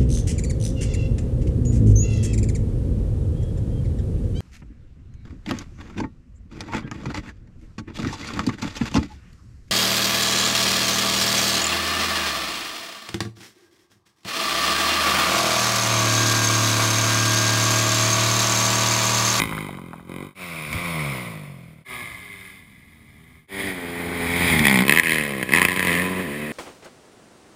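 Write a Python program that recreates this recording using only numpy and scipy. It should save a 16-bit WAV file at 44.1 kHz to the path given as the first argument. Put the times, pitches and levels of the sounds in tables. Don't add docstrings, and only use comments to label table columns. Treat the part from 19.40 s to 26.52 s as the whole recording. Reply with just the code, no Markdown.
import sys
import numpy as np
from scipy import signal
from scipy.fft import rfft, irfft
from scipy.io import wavfile
from scipy.ndimage import uniform_filter1d, map_coordinates

SR = 44100
rng = np.random.default_rng(int(sys.argv[2]) if len(sys.argv) > 2 else 0)


def digitize_waveform(pressure):
    field = np.atleast_2d(pressure).T
    bounded = np.clip(field, -1, 1)
    quanta = np.round(bounded * 32767).astype(np.int16)
    wavfile.write(sys.argv[1], SR, quanta)


N = 313992
T = np.arange(N) / SR
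HZ = np.fft.rfftfreq(8192, 1 / SR)

# centre in seconds, level in dB, half width in seconds.
RUMBLE_SWELLS = [(0.02, -27.5, 0.06), (1.35, -36.5, 0.051), (2.66, -49, 0.13), (4.28, -43, 0.082),
                 (5.12, -33.5, 0.25), (6.4, -46, 0.46)]
# frequency in Hz, relative gain in dB.
RUMBLE_SPECTRUM = [(15, -27), (35, -13), (75, -4), (130, -5.5), (250, -11), (700, -43)]
# start in seconds, peak in dB, nominal pitch in Hz.
CLOD_FALLS = [(.125, -14.5, 1050), (.180, -17.5, 1110), (0.292, -23, 1130), (0.343, -30, 1200),
              (.387, -27.5, 1080), (.532, -23.5, 1000), (0.54, -27.5, 1040), (0.597, -31, 1160),
              (0.848, -47, 1100)]
# start in seconds, thud level in dB, thud pitch in Hz,
# thud decay in seconds, clack peak in dB.
RAMP_HITS = [(1.327, -30, 115, 0.021, -16.5), (1.35, -20.5, 91, 0.024, -42), (5.191, -19, 122, 0.025, -9.5)]
# frequency in Hz, nominal width in Hz, relative gain in dB.
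CASE_MODES = [(7090, 1060, -8.5), (8360, 830, -4.5), (8870, 280, -4), (9650, 210, 4), (9880, 480, 3),
              (10830, 170, -5), (11490, 570, -14.5), (12350, 300, -32.5), (13130, 250, -6.5),
              (14500, 630, -12), (14200, 680, 1), (15000, 380, -18)]
# time in seconds, firings per second.
ROLLING_RATE = [(0, 54.3), (.19, 52.4), (.32, 47.1), (.55, 40.8), (.63, 44.2), (.73, 44.5), (.87, 49.3),
                (.945, 48.5)]
JUMPING_RATE = [(.945, 97.3), (1.1, 84.4), (1.28, 72.8), (1.4, 88.6), (1.48, 85.3), (1.75, 64.2),
                (1.98, 51), (2.37, 37.1), (2.445, 42)]
PASSING_RATE = [(2.445, 129.2), (2.55, 123), (2.78, 107.7), (2.85, 100.7), (2.97, 99.1), (3.1, 93.7),
                (3.55, 83.14), (4.075, 76.6)]
FAR_RATE = [(2.445, 87), (3.03, 91.9), (3.14, 98.2), (3.26, 72.4), (3.38, 60.1), (3.57, 78.1),
            (3.73, 71.05), (3.86, 83), (4.075, 76.7)]
QUAD_IN_RATE = [(4.075, 97), (4.26, 97.4), (4.41, 86), (4.7, 86), (4.83, 84.6), (5.04, 87.7), (5.22, 75),
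                (5.39, 61.3), (5.465, 68.9)]
QUAD_OUT_RATE = [(5.451, 67), (5.527, 74), (5.6, 85), (5.76, 78.3), (6.06, 60.4), (6.21, 92), (6.44, 91),
                 (6.51, 85), (6.65, 92.4), (6.82, 92.8), (6.89, 70), (6.97, 74.5), (7.12, 76)]
# time in seconds, base thump level in dB, base rasp level in dB,
# exhaust share of the rasp from 0 to 1 (high when the pipe faces the listener).
ROLLING_RIDE = [(0, -40.5, -33, 1), (.09, -33.5, -37, 0.42), (.21, -33.5, -38, .5), (.42, -38, -52.5, 0.42),
                (.6, -41, -54.5, .25), (.74, -41, -54.5, 0.75), (.85, -42, -53.5, 0.39),
                (.94, -42, -46, 0.21)]
JUMPING_RIDE = [(.95, -41, -38, 0.14), (1.28, -40, -35, 0.27), (1.46, -31.5, -32, .03),
                (1.62, -30, -32.5, .02), (1.77, -33.5, -34, .08), (1.96, -36, -43, .12),
                (2.16, -41.5, -52.5, .03), (2.36, -46, -57.5, .06), (2.445, -33, -46, 0.089)]
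PASSING_RIDE = [(2.45, -53, -37, .1), (2.54, -36.5, -34, 0.18), (2.82, -56, -42, 0.38),
                (3.1, -80, -42.5, .24), (3.23, -76, -51.5, .08), (3.45, -74, -54.5, .08),
                (4.07, -63, -55, 0.16)]
QUAD_IN_RIDE = [(4.08, -48, -36, 0.071), (4.4, -41, -36.5, 0.042), (4.72, -34, -36, 0.048),
                (4.94, -31, -26, .06), (5.09, -23.5, -20.5, .06), (5.22, -11.5, -20, .08),
                (5.256, -23, -20, .84), (5.421, -15.5, -21.5, 0.76), (5.455, -29, -34, .8)]
QUAD_OUT_RIDE = [(5.45, -28, -25, 0.94), (5.63, -35.5, -22.5, 0.95), (5.74, -30.5, -21, 0.75),
                 (5.93, -32.5, -32, 0.57), (6.15, -32, -28, 0.9), (6.33, -36.5, -29.5, 0.82),
                 (6.522, -29.5, -26.5, .55), (6.739, -34, -37.5, 0.11), (6.902, -34, -33.5, 0.03),
                 (7.12, -34, -35, 0.012)]
# frequency in Hz, relative gain in dB.
ROLLING_EXHAUST = [(24, -64), (40, -11), (113, -9.5), (160, 2.5), (358, -8.5), (458, -16), (527, -12.5),
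                   (664, -18.5), (728, -13.5), (904, -15.5), (1050, -9), (1370, -20), (1600, -19.5),
                   (2080, -56), (3520, -120)]
JUMPING_EXHAUST = [(24, -68), (40, -36), (70, -12), (98, -13), (146, 3), (280, -18.5), (326, -10.5),
                   (431, -20.5), (503, -14.5), (717, -14.5), (824, -19.5), (1050, -7.5), (1600, -23.5),
                   (2080, -52), (3520, -120)]
PASSING_EXHAUST = [(40, -8), (75, 18), (150, -15), (230, 0), (290, -5), (400, 8.5), (500, -4), (690, -4.5),
                   (900, -13.5), (1190, -2), (1500, -23)]
FAR_EXHAUST = [(40, -17), (75, -6), (120, -2.5), (180, 4.5), (270, -2.5), (400, -19), (900, -20),
               (2000, -49)]
QUAD_IN_EXHAUST = [(40, -40), (62, -41), (82, -3), (118, -10.5), (165, 0), (205, 7), (300, -1.5),
                   (350, -3.5), (430, -3), (540, -10), (800, -9.5), (1040, -13.5), (1290, -18.5),
                   (1600, -13)]
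QUAD_OUT_EXHAUST = [(24, -80), (40, -53), (75, -9.5), (120, -1), (176, 4), (209, 6.5), (369, 2.5),
                    (634, -6), (775, -9), (947, -10), (1010, 0.5), (1120, -9), (1480, -10.5), (1600, -6.5),
                    (2080, -4), (3520, -120)]
# frequency in Hz, relative gain in dB.
ROLLING_METAL = [(820, -36), (1400, -23), (1660, -11), (1830, -20), (2010, 5), (2130, 2), (2470, 1.5),
                 (2720, -21), (3070, -3), (3320, -13), (3820, -6), (4190, -21), (5280, -18.5), (6000, -45),
                 (7800, -76), (13200, -120)]
JUMPING_METAL = [(820, -51), (1400, -4.5), (1760, -10), (2050, 3.5), (2260, 6), (2570, -1.5), (2790, -9),
                 (3220, -9), (3640, -7), (4090, -15), (4400, -12.5), (4790, -17), (5220, -12), (6000, -26),
                 (7800, -44), (13200, -120)]
PASSING_METAL = [(820, -64), (1400, -11), (1520, -24), (1690, -3.5), (1830, -15), (1960, -5.5), (2070, 3.5),
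                 (2360, -5.5), (2560, -12.5), (2750, -25), (2890, -16.5), (3620, -12.5), (4160, -24),
                 (5220, -22.5), (6000, -40), (7800, -74), (13200, -120)]
QUAD_IN_METAL = [(820, -65), (1400, -14), (1590, -10.5), (1880, 5.5), (2040, 6.5), (2320, 5.5),
                 (2560, -2.5), (2740, -11.5), (3280, -3.5), (3890, -9.5), (4240, -15), (5060, -14),
                 (6000, -32), (7800, -73), (13200, -120)]
QUAD_OUT_METAL = [(820, -64), (1400, -11), (1520, -15), (1650, -1.5), (1760, -1), (1990, 0.5), (2280, -5),
                  (2560, -2), (2800, -15.5), (3130, -10), (3550, -16.5), (5090, -24.5), (5580, -26),
                  (6000, -36), (7800, -99), (13200, -120)]
ROUGHNESS = {"rolling": .25, "jumping": .3, "passing": .68, "quad in": .5, "quad out": .38}
# time in seconds, nominal boost in dB, span of misfiring before it in seconds.
EXHAUST_BANGS = [(.762, 4.5, 0), (5.2536, 2, 0), (5.2684, 2, 0), (5.481, 5, 0), (5.495, 7.5, 0),
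                 (5.523, 6, 0), (5.597, 4, 0), (5.634, 2, .028), (6.028, 10, 0), (6.091, 3.5, .05),
                 (6.136, 3, 0), (6.217, 5.5, .016), (6.2504, 9, .016), (6.285, 5.5, .029), (6.362, 3, .016),
                 (6.394, 6.5, .016), (6.427, 4.5, .016), (6.449, 5.5, .018), (6.471, 7, .016)]
# opening time and shutting time in seconds, lift of the rasp in dB,
# depth of the preceding stumble in dB (a swell if negative).
TWISTS = [(-.03, 0.019, 9.5, -7), (.67, 0.852, 8.5, 5), (1.3, 1.376, 1, 1), (4.172, 4.29, 6.5, -1.5),
          (4.574, 4.846, 2, -1), (5.004, 5.112, 0.5, -0.5), (5.238, 5.251, 8.5, 5), (5.46, 5.598, 8.5, 1.5),
          (5.654, 5.748, 2, 3), (6.104, 6.259, 11.5, 0.5), (6.28, 6.805, 6, -1)]
SCENE_CHANGES = [.946, 2.445, 4.079]


def amp(db):
    return 10 ** (np.asarray(db) / 20)


def unit_rms(x):
    return x / np.sqrt(np.mean(x ** 2) + 1e-20)


def curves(rows, t):
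    s, *columns = np.transpose(rows)
    return [np.interp(t, s, c) for c in columns]


def response(points):
    hz, db = np.transpose(points)
    return amp(np.interp(np.log(HZ + 1), np.log(hz), db))


def band(lo_hz, hi_hz, order=8):
    return 1 / np.sqrt((1 + (lo_hz / (HZ + 1)) ** (2 * order)) * (1 + (HZ / hi_hz) ** (2 * order)))


def colour(x, gain):
    cepstrum = irfft(np.log(np.maximum(gain / gain.max(), 1e-5)))
    half = len(cepstrum) // 2
    cepstrum[1:half] *= 2
    cepstrum[half + 1:] = 0
    impulse_response = irfft(np.exp(rfft(cepstrum)))[:half]
    return unit_rms(signal.oaconvolve(x, impulse_response)[:len(x)])


def add(mix, s, sound):
    part = mix[max(0, round(s * SR)):][:len(sound)]
    part += sound[:len(part)]


def clicks(t, times, sizes):
    at = np.round((times - t[0]) * SR).astype(int)
    return np.bincount(np.maximum(at, 0), sizes, len(t))[:len(t)]


def blend(pulses, noise, share):
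    share = np.clip(share, .01, .995)
    return np.sqrt(share) * unit_rms(pulses) + np.sqrt(1 - share) * unit_rms(noise)


def case_response(round_trip_s=.0016, echo=.27):
    power = sum(amp(db) ** 2 / (1 + ((HZ - hz) / (.64 * width)) ** 2) ** 2
                for hz, width, db in CASE_MODES)
    return np.sqrt(power) * band(4900, 18800) / abs(1 - echo * np.exp(-2j * np.pi * HZ * round_trip_s))


def trees(x, t60=.66):
    t = T[:SR]
    envelope = amp(-60 * t / t60) * (1 - np.exp(-t / .0028))
    tail = colour(rng.standard_normal(SR) * envelope, band(200, 2500, order=1))
    return signal.fftconvolve(x, tail / np.linalg.norm(tail))[:N]


def rumble(floor_db=-54):
    swells = sum(amp(db) / (1 + ((T - s) / width) ** 2) for s, db, width in RUMBLE_SWELLS)
    return np.hypot(amp(floor_db), swells) * colour(rng.standard_normal(N), response(RUMBLE_SPECTRUM))


def knock(gain, decay_s):
    t = T[:SR // 8]
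    sound = colour(rng.standard_normal(len(t)) * np.exp(-t / decay_s), gain)
    return sound / abs(sound).max()


def clods():
    out = np.zeros(N)
    for s, db, hz in CLOD_FALLS:
        body = band(.7 * hz, .95 * hz, order=3) + .053 * band(2100, 2300)
        add(out, s, amp(db) * knock(body, decay_s=.00095))
    return out


def ramp_hits():
    out, t = np.zeros(N), T[:SR // 3]
    metal = response(QUAD_IN_METAL) + .25 * case_response() + .11 * band(3000, 8000, order=3)
    for s, db, hz, decay_s, clack_db in RAMP_HITS:
        envelope = np.exp(-t / decay_s) * (1 - np.exp(-t / .003))
        add(out, s, amp(db) * np.sin(2 * np.pi * hz * t) * envelope)
        add(out, s + .0015, amp(clack_db) * knock(metal, decay_s=.0042))
    return out


def firings(rate, bangs=()):
    t = np.arange(rate[0][0], rate[-1][0], 1 / SR)
    hz, = curves(rate, t)
    cycles = np.cumsum(hz) / SR
    anchors = [t[0]] + [row[0] for row in bangs]
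    offsets = np.unwrap(np.interp(anchors, t, cycles) % 1, period=1)
    cycles -= np.interp(t, anchors, offsets)
    fired = np.interp(np.arange(int(cycles[-1]) + 1), cycles, t)
    return t, hz, cycles, fired


def far_bike(level_db=-54):
    t, _, _, fired = firings(FAR_RATE)
    pulses = clicks(t, fired, amp(1.1 * rng.standard_normal(len(fired))))
    source = blend(pulses, rng.standard_normal(len(t)), .995)
    return t[0], amp(level_db) * colour(source, response(FAR_EXHAUST))


def reflected(x, ground_s, slap_gain, slap_s=.0047):
    bounce, slap = (map_coordinates(x, [np.arange(len(x)) - s * SR], order=3) for s in (ground_s, slap_s))
    return x + .14 * bounce + slap_gain * slap


def scattered(x, spread_s=.009):
    t = T[:4096]
    paths = rfft(rng.standard_normal(len(t)) * np.exp(-t / spread_s))
    all_pass = np.roll(irfft(paths / abs(paths)), 128)
    return unit_rms(signal.oaconvolve(x, all_pass)[128:][:len(x)])


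def dopplered(x, gain, ratio):
    heard = np.arange(len(x))
    emitted = np.cumsum(ratio) - ratio[0]
    arrivals = np.interp(np.arange(int(emitted[-1]) + 2), emitted, heard)
    at_source = map_coordinates(x, [arrivals], order=3)
    return map_coordinates(colour(at_source, gain), [emitted], order=3)


def throttle(t, open_s=.027, shut_s=.052, stumble_lead_s=.028, stumble_s=.044):
    opening, lift, dip = np.zeros((3, len(t)))
    for opens, shuts, lift_db, stumble_db in TWISTS:
        twist = np.clip(np.minimum((t - opens) / open_s, 1 - (t - shuts) / shut_s), 0, 1)
        opening, lift = np.maximum(opening, twist), np.maximum(lift, lift_db * twist)
        dip += stumble_db * np.exp(-((t - opens + stumble_lead_s) / stumble_s) ** 2)
    return opening, lift, dip


def misfiring(fired, bangs, miss_db=-22):
    db = np.zeros(len(fired))
    for s, bang_db, gap in bangs:
        db[(fired > s - gap) & (fired < s)] = miss_db
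        db[np.argmin(abs(fired - s))] = bang_db
    return db


def combustion(t, hz, fired, bangs, rough):
    bang_db = misfiring(fired, bangs)
    spread = np.interp(fired, t, rough) * (bang_db == 0)
    force, slip, snap = rng.standard_normal((3, len(fired))) * spread
    fired = fired + .011 * slip / np.interp(fired, t, hz)
    thump_size = amp(2.6 * force + .33 * bang_db)
    crack_size = amp(2.6 * (force + .9 * snap) + bang_db)
    crack_size /= np.sqrt(uniform_filter1d(crack_size ** 2, size=11))
    thumps = clicks(t, fired, thump_size) / np.sqrt(hz)
    cracks = clicks(t, fired, crack_size) / np.sqrt(hz)
    return thumps, unit_rms(cracks)


def gas_jet(cracks, decay_s=.002):
    envelope = signal.lfilter([1], [1, -np.exp(-1 / (decay_s * SR))], cracks)
    return unit_rms(envelope * rng.standard_normal(len(cracks)))


def valve_clatter(cycles, throb, impacts_per_s=1400):
    n = len(cycles)
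    swell = np.exp(throb * (np.cos(4 * np.pi * cycles) + .5 * np.cos(2 * np.pi * (cycles - .2))))
    impacts = rng.standard_normal(n) * (rng.random(n) < impacts_per_s / SR)
    return unit_rms(swell * (unit_rms(impacts) + 1.9 * rng.standard_normal(n)))


def engine(rate, ride, exhaust, metal, roughness, nearest_s, doppler, bounce_s, climb, slap,
           bark_db, bark_follows, growl_db, growl_follows, fizz_db, spit, throb):
    bangs = [row for row in EXHAUST_BANGS if ride[0][0] < row[0] < ride[-1][0]]
    t, hz, cycles, fired = firings(rate, bangs)
    thump_db, rasp_db, facing = curves(ride, t)
    opening, lift_db, dip_db = throttle(t)
    swings = np.array([thump_db - thump_db.mean(), rasp_db - rasp_db.mean(), lift_db])
    rough = roughness * (1 - .7 * facing) + .38 * opening
    ratio = 1 - doppler * np.tanh((t - nearest_s) / .52)
    ground_s = bounce_s * np.exp(climb * (t - nearest_s))
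    paths = ground_s, slap * facing * (1 - opening)

    thumps, cracks = combustion(t, hz, fired, bangs, rough)
    jet = gas_jet(cracks)
    clatter = valve_clatter(cycles, throb)
    pulses = blend(thumps, scattered(thumps), 2 * facing - .55)

    pipe = response(exhaust)
    thump = colour(blend(thumps, clatter, 1 - .16 * rough ** 2), pipe * band(52, 244.4, order=5))
    bark = colour(blend(pulses, clatter, 1 - .275 * rough ** 2), pipe * band(250, 810, order=5))
    growl_drive = reflected(blend(pulses, clatter, 1 - .55 * rough), *paths)
    growl = dopplered(growl_drive, pipe * band(730, 1497, order=5), ratio)
    rasp_drive = reflected(blend(cracks + spit * jet, clatter, facing), *paths)
    rasp = dopplered(rasp_drive, response(metal) * band(1325, 5460), ratio)
    fizz_drive = reflected(blend(cracks + 4.1 * jet, clatter, .97 * facing), *paths)
    fizz = colour(fizz_drive, case_response())

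    out = -amp(thump_db + .51 * lift_db) * thump
    out += amp(bark_db + np.dot(bark_follows, swings)) * bark
    out += amp(growl_db + np.dot(growl_follows, swings)) * growl
    out += amp(rasp_db + lift_db) * (rasp + amp(fizz_db) * fizz)
    return t[0], out * amp(-dip_db)


def scene():
    mix = np.zeros(N)
    add(mix, *engine(ROLLING_RATE, ROLLING_RIDE, ROLLING_EXHAUST, ROLLING_METAL, ROUGHNESS["rolling"],
                     nearest_s=0, doppler=.0042, bounce_s=.0019, climb=0, slap=.15,
                     bark_db=-42.5, bark_follows=(.6, .35, 1.1),
                     growl_db=-44.5, growl_follows=(.2, .7, .8), fizz_db=-8, spit=.32, throb=.23))
    add(mix, *engine(JUMPING_RATE, JUMPING_RIDE, JUMPING_EXHAUST, JUMPING_METAL, ROUGHNESS["jumping"],
                     nearest_s=1.55, doppler=.021, bounce_s=.000923, climb=.39, slap=.1,
                     bark_db=-43, bark_follows=(.45, .6, .1),
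                     growl_db=-43, growl_follows=(.45, .75, .3), fizz_db=-9, spit=1, throb=.048))
    add(mix, *engine(PASSING_RATE, PASSING_RIDE, PASSING_EXHAUST, PASSING_METAL, ROUGHNESS["passing"],
                     nearest_s=2.7, doppler=.006, bounce_s=.00185, climb=.14, slap=.085,
                     bark_db=-62.5, bark_follows=(.1, .9, 0),
                     growl_db=-58, growl_follows=(.2, .85, 0), fizz_db=-10.5, spit=1, throb=.073))
    add(mix, *engine(QUAD_IN_RATE, QUAD_IN_RIDE, QUAD_IN_EXHAUST, QUAD_IN_METAL, ROUGHNESS["quad in"],
                     nearest_s=5.3, doppler=.004, bounce_s=.00088, climb=.33, slap=.58,
                     bark_db=-31.5, bark_follows=(.3, .1, .7),
                     growl_db=-35, growl_follows=(.3, .35, .55), fizz_db=-9.5, spit=1, throb=.049))
    add(mix, *engine(QUAD_OUT_RATE, QUAD_OUT_RIDE, QUAD_OUT_EXHAUST, QUAD_OUT_METAL,
                     ROUGHNESS["quad out"], nearest_s=5.6, doppler=.005, bounce_s=.000988, climb=.058,
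                     slap=.58, bark_db=-31.5, bark_follows=(.6, .05, .4),
                     growl_db=-37, growl_follows=(.3, .25, 1.05), fizz_db=-11, spit=1, throb=.013))
    add(mix, *far_bike())
    mix += rumble() + clods() + ramp_hits()
    return (mix + amp(-23) * trees(mix))[None]


def record(dry):
    fade_out_s, fade_in_s, cutoff_hz = .11, .071, 15650
    fades = [np.clip(abs(T - s) / np.where(T < s, fade_out_s, fade_in_s), .03, 1) for s in SCENE_CHANGES]
    clipped = np.clip(dry * np.prod(fades, axis=0), -1, 1)
    low_pass = signal.firwin(301, cutoff_hz, window=("kaiser", 9), fs=SR)
    return signal.oaconvolve(clipped, low_pass[None], "same")


dry = scene()
out = record(dry)
digitize_waveform(out)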